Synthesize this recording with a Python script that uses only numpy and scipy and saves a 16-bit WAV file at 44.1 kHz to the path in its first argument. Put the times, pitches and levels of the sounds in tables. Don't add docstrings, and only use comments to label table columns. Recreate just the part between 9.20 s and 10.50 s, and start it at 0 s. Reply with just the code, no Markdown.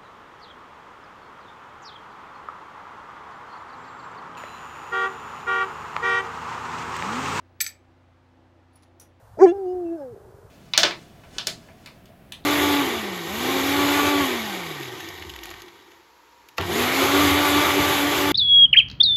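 import sys
import numpy as np
from scipy import signal
from scipy.io import wavfile
from scipy.ndimage import uniform_filter1d, minimum_filter1d

SR = 44100
rng = np.random.default_rng(int(sys.argv[2]) if len(sys.argv) > 2 else 0)


def how_loud(loudness_db):
    steps = np.asarray(loudness_db, float) / 20
    return 10 ** steps


def file_out(sig):
    cols = np.atleast_2d(sig).T
    lim = np.clip(cols, -1, 1)
    pcm = np.round(lim * 32767).astype(np.int16)
    wavfile.write(sys.argv[1], SR, pcm)


N = 57330
TIME_S = np.arange(N) / SR

# f/Hz, level/dB per Hz
TRAFFIC_SPECTRUM = [(200, -5), (330, -18.5), (480, -3.5), (850, -3.5), (1600, -12.5), (2300, -23.5),
                    (3500, -26), (15300, -29)]
# f/Hz, level/dB per Hz
WIND_SPECTRUM = [(28, -26.5), (45, -1), (62, 10.5), (100, 3.5), (170, -7.5), (260, -22)]
TRAFFIC_DB, WIND_DB = -57, -53.5
# t/s, length/s, level over the steady wind/dB
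GUSTS = [(.01, 0.014, -14), (0.132, 0.027, 5.5), (0.276, 0.019, 2.5), (0.405, 0.028, -2.5),
         (.51, 0.022, -6.5), (0.557, 0.025, 3), (.79, .03, -6.5), (0.922, 0.02, 4), (0.98, .02, -8.5),
         (1.048, 0.047, 2.5), (1.204, 0.026, -5), (1.268, 0.026, 5)]

# f/Hz, width/Hz, level/dB
PUFF_FORMANTS = [(400, 83, 6.5), (653, 140, 2.5), (900, 750, -14), (1360, 350, -33), (174, 150, -2.5)]
PUFF_S, PUFF_END_S, PUFF_FROM_DB, PUFF_TO_DB = .17, .188, -46, -44

# t/s, pitch f/Hz, fundamental level/dB, octave level/dB
VOICE_BARK = [
    (0.188, 270.2, -44.5, -33.5),
    (0.2, 307.7, -31, -26.5),
    (0.21, 337.5, -17.5, -29),
    (0.225, 378.3, -5.5, -21),
    (0.231, 389.4, -5, -15),
    (0.251, 387.9, -5, -16),
    (0.258, 368.6, -10.5, -23.5),
    (0.262, 356.7, -12, -48.5),
    (0.272, 333.7, -14.5, -23.5),
]
VOICE_SHOULDER = [(.282, 341.7, -15.5, -28.5), (.3, 342.8, -17, -33), (.314, 344.8, -20.5, -40.5),
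                  (.322, 374.4, -21, -34), (.329, 403.7, -30, -37)]
VOICE_HELD = [(.342, 397.9, -30, -39), (.39, 395.5, -30, -42.5), (.47, 361, -26, -39.5),
              (.54, 366.4, -27.5, -40), (.6, 357.8, -29, -41.5), (.665, 335.8, -27.5, -43),
              (.7, 331.9, -28, -45.5), (.728, 336.3, -26.5, -39.5), (.76, 333.8, -31, -40)]
VOICE_SLIDE = [(0.775, 313.2, -40.5, -43.5), (0.817, 280.6, -43.5, -33.5), (0.877, 246.5, -50, -38),
               (0.919, 235, -57.5, -41.5), (0.943, 194, -58.5, -40.5), (0.949, 193, -63, -21)]
# t/s, resonance f/Hz, mouth level/dB, overtone level/dB, rasp level/dB
MOUTH_BARK = [(.185, 800, -47, -75, -61), (.2, 900, -36, -49, -55), (.218, 1080, -23, -46, -42.5),
              (.235, 1200, -41, -49, -40), (.25, 1200, -51.5, -59.5, -45.5), (.263, 1080, -34.5, -44, -54),
              (.29, 1000, -53, -43, -54), (.312, 1100, -67.5, -54.5, -64.5), (.33, 1180, -73, -62, -77)]
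MOUTH_HELD = [(.4, 1140, -90.5, -82.5, -87), (.5, 1080, -84.5, -81, -76), (.64, 1059, -75.5, -79, -95.5),
              (.72, 994, -73, -74.5, -71), (.77, 951, -76, -83, -85)]
MOUTH_SLIDE = [(.8, 870, -52.5, -88.5, -90), (.825, 836, -50.5, -83, -73), (.84, 825, -55.5, -84, -87),
               (.865, 765, -53, -90, -87), (.95, 674.4, -83, -97, -95)]
MOUTH_WIDTH_HZ, MOUTH_SHUTS_S = 350, .32
# f/Hz, width/Hz, level/dB
THROAT_FORMANTS = [(1400, 350, -2), (1750, 300, 0), (2320, 250, -10), (3050, 300, -22), (4050, 400, -20),
                   (5500, 500, -24), (8100, 600, -25)]
# f/Hz, width/Hz, level/dB
RASP_FORMANTS = [(1200, 1100, 3), (1886, 430, -1), (2950, 700, -15.5), (4940, 450, -7), (5750, 1400, -0.5),
                 (6570, 530, -4), (7600, 1100, -10.5), (10960, 4000, -21)]
# start t/s, length/s, f/Hz, level/dB
RINGS = [(.222, .04, 2330, -47), (.229, .03, 4680, -50), (.22, .032, 6700, -50), (.254, .02, 1820, -40),
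         (.256, .016, 2200, -44), (.268, .02, 2350, -54), (.278, .035, 2050, -59), (.262, .022, 1030, -41),
         (.81, .028, 850, -50), (.275, .044, 2730, -47), (.274, .048, 3420, -52), (.268, .04, 6520, -56),
         (.275, .03, 5500, -68), (.355, .03, 5150, -73), (.46, .08, 2900, -69), (.44, .07, 4750, -74),
         (.48, .06, 5100, -72), (.645, .07, 2680, -64), (.72, .04, 2670, -72), (.76, .04, 1600, -61),
         (.81, .04, 1650, -62), (.77, .065, 5250, -70), (.212, .028, 5850, -49), (.184, .03, 4900, -59),
         (.19, .026, 6250, -57), (.198, .022, 1950, -42), (.21, .026, 1500, -37), (.258, .024, 3030, -55),
         (.785, .04, 1200, -59), (.226, .026, 2750, -58), (.228, .024, 1930, -49), (.31, .03, 2200, -64),
         (.315, .03, 2900, -66), (.19, .024, 2330, -56), (.33, .09, 1580, -66), (.33, .04, 1190, -64),
         (.455, .07, 6530, -77), (.38, .07, 4700, -77), (.7, .06, 1660, -67), (.2, .014, 1600, -44),
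         (.2, .03, 7800, -64), (.232, .02, 7400, -62), (.226, .03, 5050, -56), (.228, .022, 5480, -56),
         (.305, .02, 4850, -67), (.315, .016, 5700, -69), (.64, .06, 6000, -78)]
RING_WIDTH_HZ, RING_SHAPE = 300, .6
# t/s, depth/0-1, length/s
CATCHES = [(.343, .3, .004), (.358, .25, .004), (.379, .5, .004), (.548, .3, .004)]
OCTAVE_PHASE, OCTAVE_PHASE_HELD = .06, .3
JITTER, SHIMMER_DB, OVERTONE_SHIMMER_DB = .0034, .5, 2
BREAK_S, BREAK_LENGTH_S, BREAK_JITTER = .263, .012, .007
SCRAPE_DB, SCRAPE_HZ, SCRAPE_WIDTH_HZ = -54, 2600, 1300

ECHO_DB, ECHO_T60_S = -30, .2

# multiple of its pitch, level/dB
FLUTTER_PARTIALS = [(1, -32), (2, -39), (3, -48)]
FLUTTER_S, FLUTTER_LENGTH_S, FLUTTER_HZ, FLUTTER_JITTER = .184, .026, 432, .03

# t/s, peak level/dB, ring f/Hz
FLAPS = [(0.96, -38.5, 472), (0.964, -36, 414), (0.977, -35.5, 424), (1.0, -45, 424), (1.003, -41.5, 426),
         (1.016, -38, 433), (1.037, -42.5, 398), (1.045, -53, 447), (1.052, -40, 449), (1.06, -42.5, 411),
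         (1.07, -46, 404), (1.078, -41.5, 382), (1.086, -42, 392), (1.094, -50, 375), (1.106, -42.5, 442),
         (1.125, -41, 420), (1.143, -39, 416), (1.166, -41, 423), (1.181, -47, 417), (1.188, -39.5, 415),
         (1.215, -44.5, 445), (1.23, -41, 418), (1.238, -54, 420), (1.252, -41.5, 448), (1.267, -43.5, 430)]
# multiple of the ring pitch, level/dB, t60/s
CREAK_MODES = [
    (.99, 0, .05),
    (1.3, -4.5, .03),
    (.48, -10, .04),
]
FLAP_DB = .3


def evened(x):
    return x / np.sqrt(np.mean(x ** 2) + 1e-20)


def curve(rows):
    rows = np.array(rows)
    return [np.interp(TIME_S, rows[:, 0], column) for column in rows.T[1:]]


def wobble(size):
    return evened(uniform_filter1d(uniform_filter1d(rng.standard_normal(N), size), size))


def resonate(x, hz, width_hz):
    turn = np.exp(2j * np.pi * hz * np.arange(len(x)) / SR)
    r = np.exp(-np.pi * width_hz / SR)
    return 2 * (turn * signal.lfilter([1 - r], [1, -r], x / turn)).real


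def formants(air, table):
    out = 0
    for hz, width_hz, db in table:
        band = air
        for _ in range(3):
            band = resonate(band, hz, width_hz)
        out = out + how_loud(db) * evened(band)
    return out


def hump(hz, centre_hz, width_hz):
    return 1 / (1 + (2 * (hz - centre_hz) / width_hz) ** 2) ** 2


def noise(spectrum, patchy_db, swell_db):
    frames = N // 256 + 5
    bin_hz = np.fft.rfftfreq(1024, 1 / SR)
    real, imag, patches = rng.standard_normal((frames, 513, 3)).T
    patches = uniform_filter1d(patches, size=8, axis=0)
    patches = evened(uniform_filter1d(patches, size=8, axis=1))
    swell = evened(uniform_filter1d(rng.standard_normal(frames), size=20))
    hz, db = np.transpose(spectrum)
    colour_db = np.interp(np.log(bin_hz + 1), np.log(hz + 1), db, left=-90, right=-90)
    gain = how_loud(colour_db[:, None] + patchy_db * patches + swell_db * swell)
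    sound = signal.istft((real + 1j * imag) * gain, nperseg=1024, noverlap=768)[1]
    return evened(sound[:N])


def traffic():
    return how_loud(TRAFFIC_DB) * noise(TRAFFIC_SPECTRUM, patchy_db=.5, swell_db=.3)


def wind():
    gust_db = sum(db * np.exp(-((TIME_S - s) / length_s) ** 2) for s, length_s, db in GUSTS)
    return how_loud(WIND_DB) * how_loud(gust_db) * noise(WIND_SPECTRUM, patchy_db=.5, swell_db=.34)


def puff():
    progress = (TIME_S - PUFF_S) / (PUFF_END_S - PUFF_S)
    level_db = PUFF_FROM_DB + (PUFF_TO_DB - PUFF_FROM_DB) * np.clip(progress, 0, 1)
    fade = np.clip(1 - (TIME_S - PUFF_END_S) / .008, 0, 1)
    shape = np.clip(progress * 8, 0, 1) * fade * how_loud(level_db)
    air = rng.standard_normal(N) * how_loud(3 * wobble(size=120))
    return shape * formants(air, PUFF_FORMANTS)


def brief_rings(k, hz):
    gain = 0
    for s, length_s, ring_hz, db in RINGS:
        middle = int((s + length_s / 2) * SR)
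        if abs(k * hz[middle] - ring_hz) < 600:
            shape = np.sin(np.pi * np.clip((TIME_S - s) / length_s, 0, 1)) ** RING_SHAPE
            gain = gain + how_loud(db) * hump(k * hz, ring_hz, RING_WIDTH_HZ) * shape
    return gain


def howl():
    hz, low_db, octave_db = curve(VOICE_BARK + VOICE_SHOULDER + VOICE_HELD + VOICE_SLIDE)
    mouth_hz, mouth_db, over_db, rasp_db = curve(MOUTH_BARK + MOUTH_HELD + MOUTH_SLIDE)
    hz = uniform_filter1d(hz, size=200)
    broken = np.exp(-((TIME_S - BREAK_S) / BREAK_LENGTH_S) ** 2)
    jitter = (JITTER + BREAK_JITTER * broken) * wobble(size=120)
    turns = np.cumsum(hz * (1 + jitter)) / SR

    catch = 1 - sum(depth * np.exp(-((TIME_S - s) / w) ** 2) for s, depth, w in CATCHES)
    low = catch * how_loud(low_db + SHIMMER_DB * wobble(size=300))
    octave = how_loud(octave_db + SHIMMER_DB * wobble(size=300))
    lag = np.interp(TIME_S, [MOUTH_SHUTS_S, MOUTH_SHUTS_S + .05], [OCTAVE_PHASE, OCTAVE_PHASE_HELD])
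    tone = -low * np.cos(2 * np.pi * turns)
    tone -= octave * np.cos(2 * np.pi * (2 * turns + lag))

    for k in range(3, 26):
        throat = sum(how_loud(db) * hump(k * hz, f, w) for f, w, db in THROAT_FORMANTS)
        size = how_loud(mouth_db) * hump(k * hz, mouth_hz, MOUTH_WIDTH_HZ)
        size += how_loud(over_db + OVERTONE_SHIMMER_DB * wobble(size=500)) * throat
        size += brief_rings(k, hz)
        tone += size * np.cos(2 * np.pi * (k * turns + rng.random()))

    air = (.4 + np.exp(-(turns % 1) / .63)) * rng.standard_normal(N)
    rasp = how_loud(rasp_db) * evened(formants(air, RASP_FORMANTS))
    scrape = resonate(resonate(air, SCRAPE_HZ, SCRAPE_WIDTH_HZ), SCRAPE_HZ, SCRAPE_WIDTH_HZ)
    scrape = how_loud(SCRAPE_DB) * np.sqrt(broken) * evened(scrape)
    fade_in = np.clip((TIME_S - VOICE_BARK[0][0] + .008) / .012, 0, 1)
    fade_out = np.clip((VOICE_SLIDE[-1][0] - TIME_S) / .01, 0, 1)
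    return fade_in * fade_out * (np.sqrt(2) * tone + rasp + scrape)


def field(x):
    t = np.arange(SR // 2) / SR
    sparse = rng.choice([-1., 1.], len(t)) * (rng.random(len(t)) < .04)
    taps = sparse * how_loud(-60 * t / ECHO_T60_S) * (t > .01)
    return how_loud(ECHO_DB) * signal.fftconvolve(x, taps / np.linalg.norm(taps))[:N]


def flutter():
    turns = np.cumsum(FLUTTER_HZ * (1 + FLUTTER_JITTER * wobble(size=150))) / SR
    shape = np.sin(np.pi * np.clip((TIME_S - FLUTTER_S) / FLUTTER_LENGTH_S, 0, 1))
    partials = sum(how_loud(db) * np.cos(2 * np.pi * k * turns) for k, db in FLUTTER_PARTIALS)
    return np.sqrt(2) * shape * partials


def creak():
    out = np.zeros(N)
    t = np.arange(3000) / SR
    onset = np.minimum(t / .002, 1)
    for peak_s, flap_db, ring_hz in FLAPS:
        start = int((peak_s - .002) * SR)
        ring = sum(how_loud(db - 60 * t / t60) * np.sin(2 * np.pi * k * ring_hz * t)
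                   for k, db, t60 in CREAK_MODES)
        flap = how_loud(FLAP_DB + flap_db) * ring * onset
        out[start:][:len(t)] += flap[:N - start]
    return out


def scene():
    air = traffic() + wind()
    dog = puff() + howl() + flutter() + creak()
    return (dog + field(dog) + air)[None]


def low_pass(x):
    return signal.sosfilt(signal.butter(12, 15330, fs=SR, output="sos"), x)


def record(dry):
    low_cut = signal.sosfilt(signal.butter(2, 40, "high", fs=SR, output="sos"), dry)
    treble_cut = signal.firwin(1023, 15400, window=("kaiser", 9), fs=SR)
    edged = signal.oaconvolve(low_cut, treble_cut[None], "same")
    size = int(.008 * SR)
    gain = np.minimum(1, .995 / (abs(edged) + 1e-9))
    gain = minimum_filter1d(gain, size=size)
    gain = uniform_filter1d(uniform_filter1d(gain, size=size // 2), size=size // 2)
    return low_pass(edged * gain)


dry = scene()
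out = record(dry)
file_out(out)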